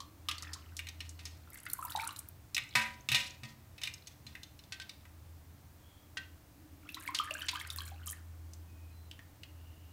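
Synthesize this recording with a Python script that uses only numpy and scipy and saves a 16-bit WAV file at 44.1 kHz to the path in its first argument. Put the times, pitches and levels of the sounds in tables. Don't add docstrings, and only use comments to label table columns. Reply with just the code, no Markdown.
import sys
import numpy as np
from scipy import signal
from scipy.fft import rfft, irfft
from scipy.io import wavfile

SR = 44100
rng = np.random.default_rng(int(sys.argv[2]) if len(sys.argv) > 2 else 0)


def waveform_to_disk(signal):
    frames = np.transpose(np.atleast_2d(signal))
    scaled = np.clip(frames, -1, 1) * 32767
    samples = np.round(scaled).astype(np.int16)
    wavfile.write(sys.argv[1], SR, samples)


N = 437472


def from_db(db):
    return 10 ** (np.asarray(db) / 20)


def rms_one(x):
    return x / np.sqrt(np.mean(x ** 2) + 1e-20)


def add(out, start_s, sound):
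    at = round(start_s * SR)
    out[at:at + len(sound)] += sound[:N - at]


def fade(t60_s, length_s=0.12):
    t = np.arange(round(length_s * SR)) / SR
    return t, from_db(-60 * t / t60_s)


def resonance(x, hz, width_hz):
    r = np.exp(-np.pi * width_hz / SR)
    feedback = [1, -2 * r * np.cos(2 * np.pi * hz / SR), r * r]
    return signal.lfilter([(1 - r * r) / 2, 0, (r * r - 1) / 2], feedback, x)


def narrow_noise(first_hz, last_hz, width_hz, count):
    r = np.exp(-np.pi * width_hz / SR)
    wander = signal.lfilter([1], [1, -2 * r, r * r], rng.standard_normal(size=(2, count)))
    phase = 2 * np.pi * np.cumsum(np.linspace(first_hz, last_hz, count)) / SR
    return rms_one(wander[0] * np.sin(phase) + wander[1] * np.cos(phase))


def level_curve(rows, t):
    return from_db(np.interp(t, *np.transpose(rows)))


def burst(t60_s, hz, width_hz):
    t, decay = fade(t60_s, length_s=2 * t60_s)
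    noise = rng.standard_normal(len(t)) * decay * np.minimum(t / 0.00061, 1)
    noise = resonance(resonance(noise, hz, width_hz), hz, width_hz)
    return noise / np.abs(noise).max()


CHATTER_DB, CHATTER_PER_S = 5, 90


def chatter(sound):
    steps = rng.standard_normal(int(len(sound) * CHATTER_PER_S / SR) + 2)
    steps[0] = 1
    position = np.arange(len(sound)) * CHATTER_PER_S / SR
    swing = np.interp(position, np.arange(len(steps)), steps)
    return sound * from_db(CHATTER_DB * (swing - 1))


def struck(times_s, levels_db, modes, spread_db):
    out = np.zeros(N)
    t, _ = fade(1, length_s=0.65)
    hz, db, t60_s = np.transpose(modes)[:, :, None]
    rings = np.sin(2 * np.pi * hz * t) * from_db(db - 60 * t / t60_s)
    luck = rng.standard_normal(size=(len(times_s), len(modes)))
    for start_s, level_db, own in zip(times_s, levels_db, luck):
        add(out, start_s, from_db(level_db + spread_db * own) @ rings)
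    return out


def bubble(hz, cycles, rise, swell_s, length_s=0.12):
    t, decay = fade(cycles / hz, length_s)
    return np.sin(2 * np.pi * hz * (t + rise * hz * t ** 2)) * decay * np.minimum(t / swell_s, 1)


def swarm(count, level_db, low_hz, span, cycles, spread_db):
    out = np.zeros(N)
    for when, height, glide, luck in rng.random(size=(count, 4)):
        start_s = when * N / SR
        floor_db = level_db(start_s)
        if floor_db > -99:
            size_db = floor_db - spread_db * max(np.log(luck), -3)
            rise = 0.009 * glide - 0.001
            sound = bubble(low_hz * span ** height, cycles, rise, 0.0012, length_s=0.04)
            add(out, start_s, from_db(size_db) * sound)
    return out


# pitch in Hz, relative density in dB per Hz.
AIR_SPECTRUM = [(20, -20.5), (48, -18.5), (63, -9), (85, -3.5), (167, -17), (483, -27.5), (634, -25.5),
                (3150, -36.5), (7920, -38.5), (10500, -40), (14800, -36.5), (16500, -32.5)]
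AIR_DB = -58


def air():
    hz = np.fft.rfftfreq(N, 1 / SR) + 1
    table_hz, table_db = np.transpose(AIR_SPECTRUM)
    colour = from_db(np.interp(np.log(hz), np.log(table_hz), table_db))
    noise = irfft(rfft(rng.standard_normal(N)) * colour, N)
    return from_db(AIR_DB) * rms_one(noise)


# first pitch in Hz, last pitch in Hz, width in Hz, level in dB.
WHINE_BANDS = [(13300, 13300, 160, -84), (14550, 15150, 100, -84)]


def whines():
    return sum(from_db(db) * narrow_noise(first_hz, last_hz, width_hz, count=N)
               for first_hz, last_hz, width_hz, db in WHINE_BANDS)


# time in seconds, level in dB.
RUMBLE_LEVELS = [(1.4, -85), (1.8, -64), (4.2, -66), (4.8, -77)]
RUMBLE_HZ, RUMBLE_WIDTH_HZ = 124.5, 45


def rumble(t):
    noise = narrow_noise(RUMBLE_HZ, RUMBLE_HZ, RUMBLE_WIDTH_HZ, count=N)
    return level_curve(RUMBLE_LEVELS, t) * noise


# time in seconds, level in dB.
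DRONE_LEVELS = [(0.3, -65.5), (1, -71), (6, -72), (7, -60.5), (7.8, -71.5), (9.9, -68.5)]
DRONE_HZ, DRONE_WIDTH_HZ = 298.2, 42.5


def drone(t):
    noise = narrow_noise(DRONE_HZ, DRONE_HZ, DRONE_WIDTH_HZ, count=N)
    return level_curve(DRONE_LEVELS, t) * noise


# time in seconds, level in dB.
HUM_LEVELS = [(0, -102), (.3, -51.5), (1.3, -53.5), (1.6, -64), (4.9, -70), (5.35, -54), (5.9, -64),
              (7.2, -64), (7.8, -49.5), (8.4, -50), (9.1, -54), (9.3, -74), (9.6, -52.5), (9.92, -57)]
HUM_HZ, HUM_WIDTH_HZ = 82.3, 11


def hum(t):
    sine = np.sqrt(2) * np.sin(2 * np.pi * HUM_HZ * t)
    tone = sine + 0.33 * narrow_noise(HUM_HZ, HUM_HZ, HUM_WIDTH_HZ, count=N)
    return level_curve(HUM_LEVELS, t) * tone


def background():
    t = np.arange(N) / SR
    return air() + hum(t) + rumble(t) + drone(t) + whines()


# start in seconds, end in seconds, pitch in Hz, width in Hz, level in dB.
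WHISTLE_EVENTS = [(5.8, 6.08, 3300, 300, -73), (8.67, 8.95, 2500, 100, -74), (8.9, 9.1, 4050, 90, -75),
                  (9.55, 9.95, 2850, 300, -72)]


def whistles():
    out = np.zeros(N)
    for start_s, end_s, hz, width_hz, db in WHISTLE_EVENTS:
        swell = np.sin(np.pi * np.arange(0, 1, 1 / SR / (end_s - start_s))) ** 0.22
        noise = narrow_noise(hz, hz, width_hz, count=len(swell))
        add(out, start_s, from_db(db) * swell * noise)
    return out


# start in seconds, crack level in dB, crack centre in Hz, ringing in dB against the crack.
ICE_TAPS = [(4.722, -30, 2920, -19), (4.799, -32.5, 2870, -19.5), (6.171, -28, 2640, -12.5),
            (7.147, -22, 3230, -30), (7.484, -24, 2800, -53)]
# pitch in Hz, relative level in dB, t60 in seconds.
GLASS_MODES = [(1551, 3, 0.17), (1872, -4, 0.1), (1943, -4, 0.12), (2524, -4, 0.07), (3256, -8, 0.06),
               (4109, -6, 0.07)]


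def clinks():
    start_s, db, centre_hz, ring_db = np.transpose(ICE_TAPS)
    out = struck(start_s, db + ring_db, GLASS_MODES, spread_db=1.5)
    for start, level_db, hz in zip(start_s, db, centre_hz):
        add(out, start, from_db(level_db) * chatter(burst(0.09, hz, 1.28 * hz)))
    return out


# start in seconds, level in dB.
COUNTER_JOLTS = [(2.758, -44), (3.087, -54), (3.116, -47), (3.431, -52.5), (4.25, -61)]
# pitch in Hz, relative level in dB, t60 in seconds.
COUNTER_MODES = [(130.3, 9, 0.15), (226, 0, 0.62)]


def thuds():
    ringing = struck(*np.transpose(COUNTER_JOLTS), COUNTER_MODES, spread_db=1.5)
    return signal.sosfilt(signal.butter(2, [95, 400], "band", fs=SR, output="sos"), ringing)


# pitch in Hz, relative level in dB.
JUG_MODES = [(549, -15), (635, -15), (764, -13), (980, -7), (1240, -6), (1555, -10), (1868, -3), (2020, -8),
             (2065, -6), (2270, -5), (2430, -3), (2575, -5), (2767, -4), (2920, -8), (3520, -6), (3670, -6),
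             (3830, -8), (4100, -5), (4700, -9), (5090, -6), (5440, -7), (5880, -8), (6400, -5), (7940, -6)]
JUG_T60_S, JUG_DAMPING = 0.42, 0.7
MODE_TILT_DB = 7


def jug_ringing(ring_db, centre_hz):
    modes = []
    for hz, db in JUG_MODES:
        tilted_db = db - MODE_TILT_DB * abs(np.log2(hz / centre_hz))
        modes.append((hz, tilted_db, JUG_T60_S * (1000 / hz) ** JUG_DAMPING))
    return struck([0], [ring_db], modes, spread_db=2)[:SR]


RATTLE_WIDTH_HZ, RATTLE_SPREAD_DB = 78, 4
CRACK_TOP_DB, BARE_CRACK_DB = -5, -5


def crack_and_rattle(t60_s, centre_hz, luck):
    bright = from_db(CRACK_TOP_DB) * burst(t60_s, 8000, 31000)
    crack = chatter(burst(t60_s, centre_hz, centre_hz) + bright)
    rattle = sum(from_db(db + RATTLE_SPREAD_DB * own) * resonance(crack, hz, RATTLE_WIDTH_HZ)
                 for (hz, db), own in zip(JUG_MODES, luck))
    return rattle / np.abs(rattle).max() + from_db(BARE_CRACK_DB) * crack


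# start in seconds, crack level in dB, crack centre in Hz, wall ringing in dB.
JUG_BLOWS = [(0.286, -24, 3100, -54), (0.7912, -30.5, 2240, -63), (0.869, -40, 2600, -74),
             (0.887, -35.5, 4300, -66), (1.0046, -34.5, 3120, -56.5), (1.1913, -47, 2800, -56.5),
             (1.2539, -34, 6040, -51), (2.546, -24, 4870, -65), (2.566, -22, 2400, -65),
             (2.579, -22, 2090, -72), (2.753, -20, 1610, -30), (3.088, -22.5, 2980, -42),
             (3.117, -22.5, 2660, -39), (3.146, -20, 2820, -32.5), (3.434, -41, 2030, -51.5),
             (3.78, -45.5, 2760, -63), (3.816, -41, 3520, -48.5), (3.835, -27, 3220, -52),
             (3.873, -29.5, 2520, -72), (3.938, -38.5, 5140, -82), (4.071, -41, 4900, -62),
             (4.266, -43.5, 3360, -58.5), (4.352, -39, 1850, -63), (4.432, -39.5, 3730, -72.5),
             (4.591, -45.5, 3200, -74), (4.894, -36.5, 3400, -64), (5.053, -49, 1720, -82)]
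RATTLE_S, RATTLE_DOUBLES_DB = 0.037, -47.5
TICK_DB = -3
WASH_DB, WASH_T60_S, WASH_HZ = 10.5, 0.35, 2760
BOUNCE_S, BOUNCE_DB = 0.19, -23
KNOCK_LOW_CUT_HZ = 480


def knocks():
    out = np.zeros(N)
    lucks = rng.standard_normal(size=(len(JUG_BLOWS), len(JUG_MODES)))
    for (start_s, db, hz, ring_db), luck in zip(JUG_BLOWS, lucks):
        t60_s = RATTLE_S * (1 + from_db(ring_db - RATTLE_DOUBLES_DB))
        add(out, start_s, jug_ringing(ring_db, hz))
        add(out, start_s, from_db(db) * crack_and_rattle(t60_s, hz, luck))
        slosh = chatter(burst(WASH_T60_S, WASH_HZ, 2 * WASH_HZ))
        add(out, start_s, from_db(ring_db + WASH_DB) * slosh)
        for when, height in rng.random(size=(2, 2)):
            bounce = burst(RATTLE_S / 2, hz * (1 + height), hz / 2)
            add(out, start_s + BOUNCE_S * when, from_db(db + BOUNCE_DB) * bounce)
        add(out, start_s, from_db(db + TICK_DB) * burst(0.001, hz, 2.3 * hz))
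    low_cut = signal.butter(3, KNOCK_LOW_CUT_HZ, "high", fs=SR, output="sos")
    return signal.sosfilt(low_cut, out) + thuds()


# time in seconds, level in dB of the smallest bubbles.
STREAM_LEVELS = [
    [(.25, -68.5), (.5, -63), (.72, -75), (1.2, -103), (1.45, -72), (1.7, -67), (2.05, -54.5), (2.3, -88)],
    [(6.82, -77), (7.0, -62.5), (7.55, -57.5), (7.95, -71), (8.1, -71), (8.25, -77)],
]
# start in seconds, end in seconds, lowest spit level in dB.
FALL_SPANS = [(1.499, 2.201, -44.5), (6.877, 7.911, -46.5), (8.061, 8.14, -36)]
GURGLE_DB = -2.5


def flow_db(s):
    return max(np.interp(s, *np.transpose(rows), left=-200, right=-200) for rows in STREAM_LEVELS)


def stream():
    small = swarm(count=7000, level_db=flow_db, low_hz=1202, span=5.06, cycles=29.6, spread_db=8.0)
    gurgle = swarm(count=2200, level_db=flow_db, low_hz=850, span=4.56, cycles=19.0, spread_db=4.5)
    out = small + from_db(GURGLE_DB) * gurgle
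    for start_s, end_s, db in FALL_SPANS:
        spit_count = round(90 * (end_s - start_s))
        for when, height, luck in rng.random(size=(spit_count, 3)):
            hz = 7000 * 2.63 ** height
            spit = from_db(db + 4.5 * luck) * burst(0.025, hz, 0.56 * hz)
            add(out, start_s + when * (end_s - start_s), spit)
    return out


# start in seconds, level in dB, centre in Hz.
SPIT_EVENTS = [(1.699, -31.5, 12000), (1.733, -20, 11700), (1.8506, -25.5, 14900), (1.9041, -31, 14600),
               (2.0743, -26, 8600), (2.1907, -29.5, 9330), (2.2866, -33.5, 15500), (7.3387, -31.5, 7400),
               (7.7606, -30, 13700), (8.0601, -36, 12800), (8.0731, -30.5, 7500), (8.1, -30, 8630)]


def spits():
    out = np.zeros(N)
    for start_s, db, hz in SPIT_EVENTS:
        add(out, start_s, from_db(db) * burst(0.017, hz, 0.52 * hz))
    return out


# start in seconds, level in dB, pitch in Hz.
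LONE_BUBBLES = [(0.003, -37, 1078), (0.286, -30, 1167), (0.559, -46.5, 1040), (1.665, -36, 1364),
                (1.789, -33, 1020), (1.825, -30, 1225), (1.848, -35, 950), (1.951, -24, 856),
                (1.976, -30, 850), (2.09, -36, 1094), (3.008, -37, 5940), (3.306, -31, 6270),
                (6.968, -39.5, 1043), (7.088, -31, 1005), (7.198, -20.5, 1188), (7.309, -39.5, 597),
                (7.351, -30, 1520), (7.532, -35.5, 962), (7.552, -32, 1154), (7.573, -34, 1540),
                (7.785, -36.5, 1080), (7.816, -37, 1550), (7.917, -45.5, 760), (8.033, -45, 2880),
                (8.073, -41.5, 1160)]


def glugs():
    out = np.zeros(N)
    for start_s, db, hz in LONE_BUBBLES:
        add(out, start_s, from_db(db) * bubble(hz, 50.0, 0.0035, 0.0022))
    return out


# start in seconds, level in dB, bubble pitch in Hz.
DROP_EVENTS = [(0.0034, -30, 3900), (0.3124, -21, 2910), (0.381, -30, 4050), (0.423, -29, 5040),
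               (0.5326, -28.5, 4760), (0.767, -26.5, 5300), (1.0922, -33.5, 5960), (1.556, -36, 2070),
               (1.664, -29, 1940), (1.699, -31, 4070), (1.92, -28, 3640), (1.9602, -19, 3770),
               (1.997, -23.5, 2210), (2.042, -28.5, 3840), (2.09, -29, 2870), (2.107, -31, 3850),
               (2.1615, -29, 3900), (4.638, -45, 3540), (6.89, -28.5, 2430), (6.944, -22, 3740),
               (6.971, -38, 1860), (7.076, -22.5, 2050), (7.1873, -14, 2920), (7.274, -33.5, 1620),
               (7.308, -20, 2580), (7.4187, -23, 3010), (7.467, -34, 3000), (7.5566, -24, 2970),
               (7.5984, -26.5, 3170), (7.662, -41, 1800), (7.702, -22.5, 3650), (7.785, -23.5, 3960),
               (7.805, -27, 3100), (7.877, -35, 3880), (8.0816, -30.5, 3080), (8.1288, -36.5, 1740),
               (8.534, -37.5, 5900), (9.1123, -32, 2800), (9.191, -40, 1770), (9.433, -33.5, 2780)]
PLINK_DB, SLAP_DB, FALLING_SLAP_DB, SPRAY_DB = -1, -5, -12, -16.5


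def drops():
    out = np.zeros(N)
    lucks = rng.random(size=len(DROP_EVENTS))
    for (start_s, db, hz), luck in zip(DROP_EVENTS, lucks):
        plink = bubble(hz, 44.0, 0.006 * luck, 0.002, length_s=0.08)
        add(out, start_s, from_db(db + PLINK_DB) * plink)
        falling = any(first_s < start_s < last_s for first_s, last_s, _ in FALL_SPANS)
        slap_db = FALLING_SLAP_DB if falling else SLAP_DB
        add(out, start_s, from_db(db + slap_db) * chatter(burst(0.066, hz, 1.16 * hz)))
        add(out, start_s, from_db(db + SPRAY_DB) * burst(0.0089, 7200, 13000))
    return out


ROOM_T60_S, ROOM_DB, WALL_CUT_HZ = 0.37, -11, 2060


def kitchen(x):
    t, decay = fade(ROOM_T60_S, length_s=0.66)
    dull = np.exp(-2 * np.pi * WALL_CUT_HZ / SR)
    noise = signal.lfilter([1], [1, -dull], rng.standard_normal(len(t)))
    tail = noise * decay * np.minimum(t / 0.0051, 1)
    response = from_db(ROOM_DB) * tail / np.sqrt(np.sum(tail ** 2))
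    response[0] = 1
    return signal.fftconvolve(x, response)[:N]


def scene():
    liquid = stream() + spits() + glugs() + drops()
    near = kitchen(clinks() + knocks() + liquid)
    return (background() + whistles() + near)[None]


STOP_HZ = 16600


def record(dry):
    return signal.sosfilt(signal.cheby2(12, 60, STOP_HZ, fs=SR, output="sos"), dry)


dry = scene()
out = record(dry)
waveform_to_disk(out)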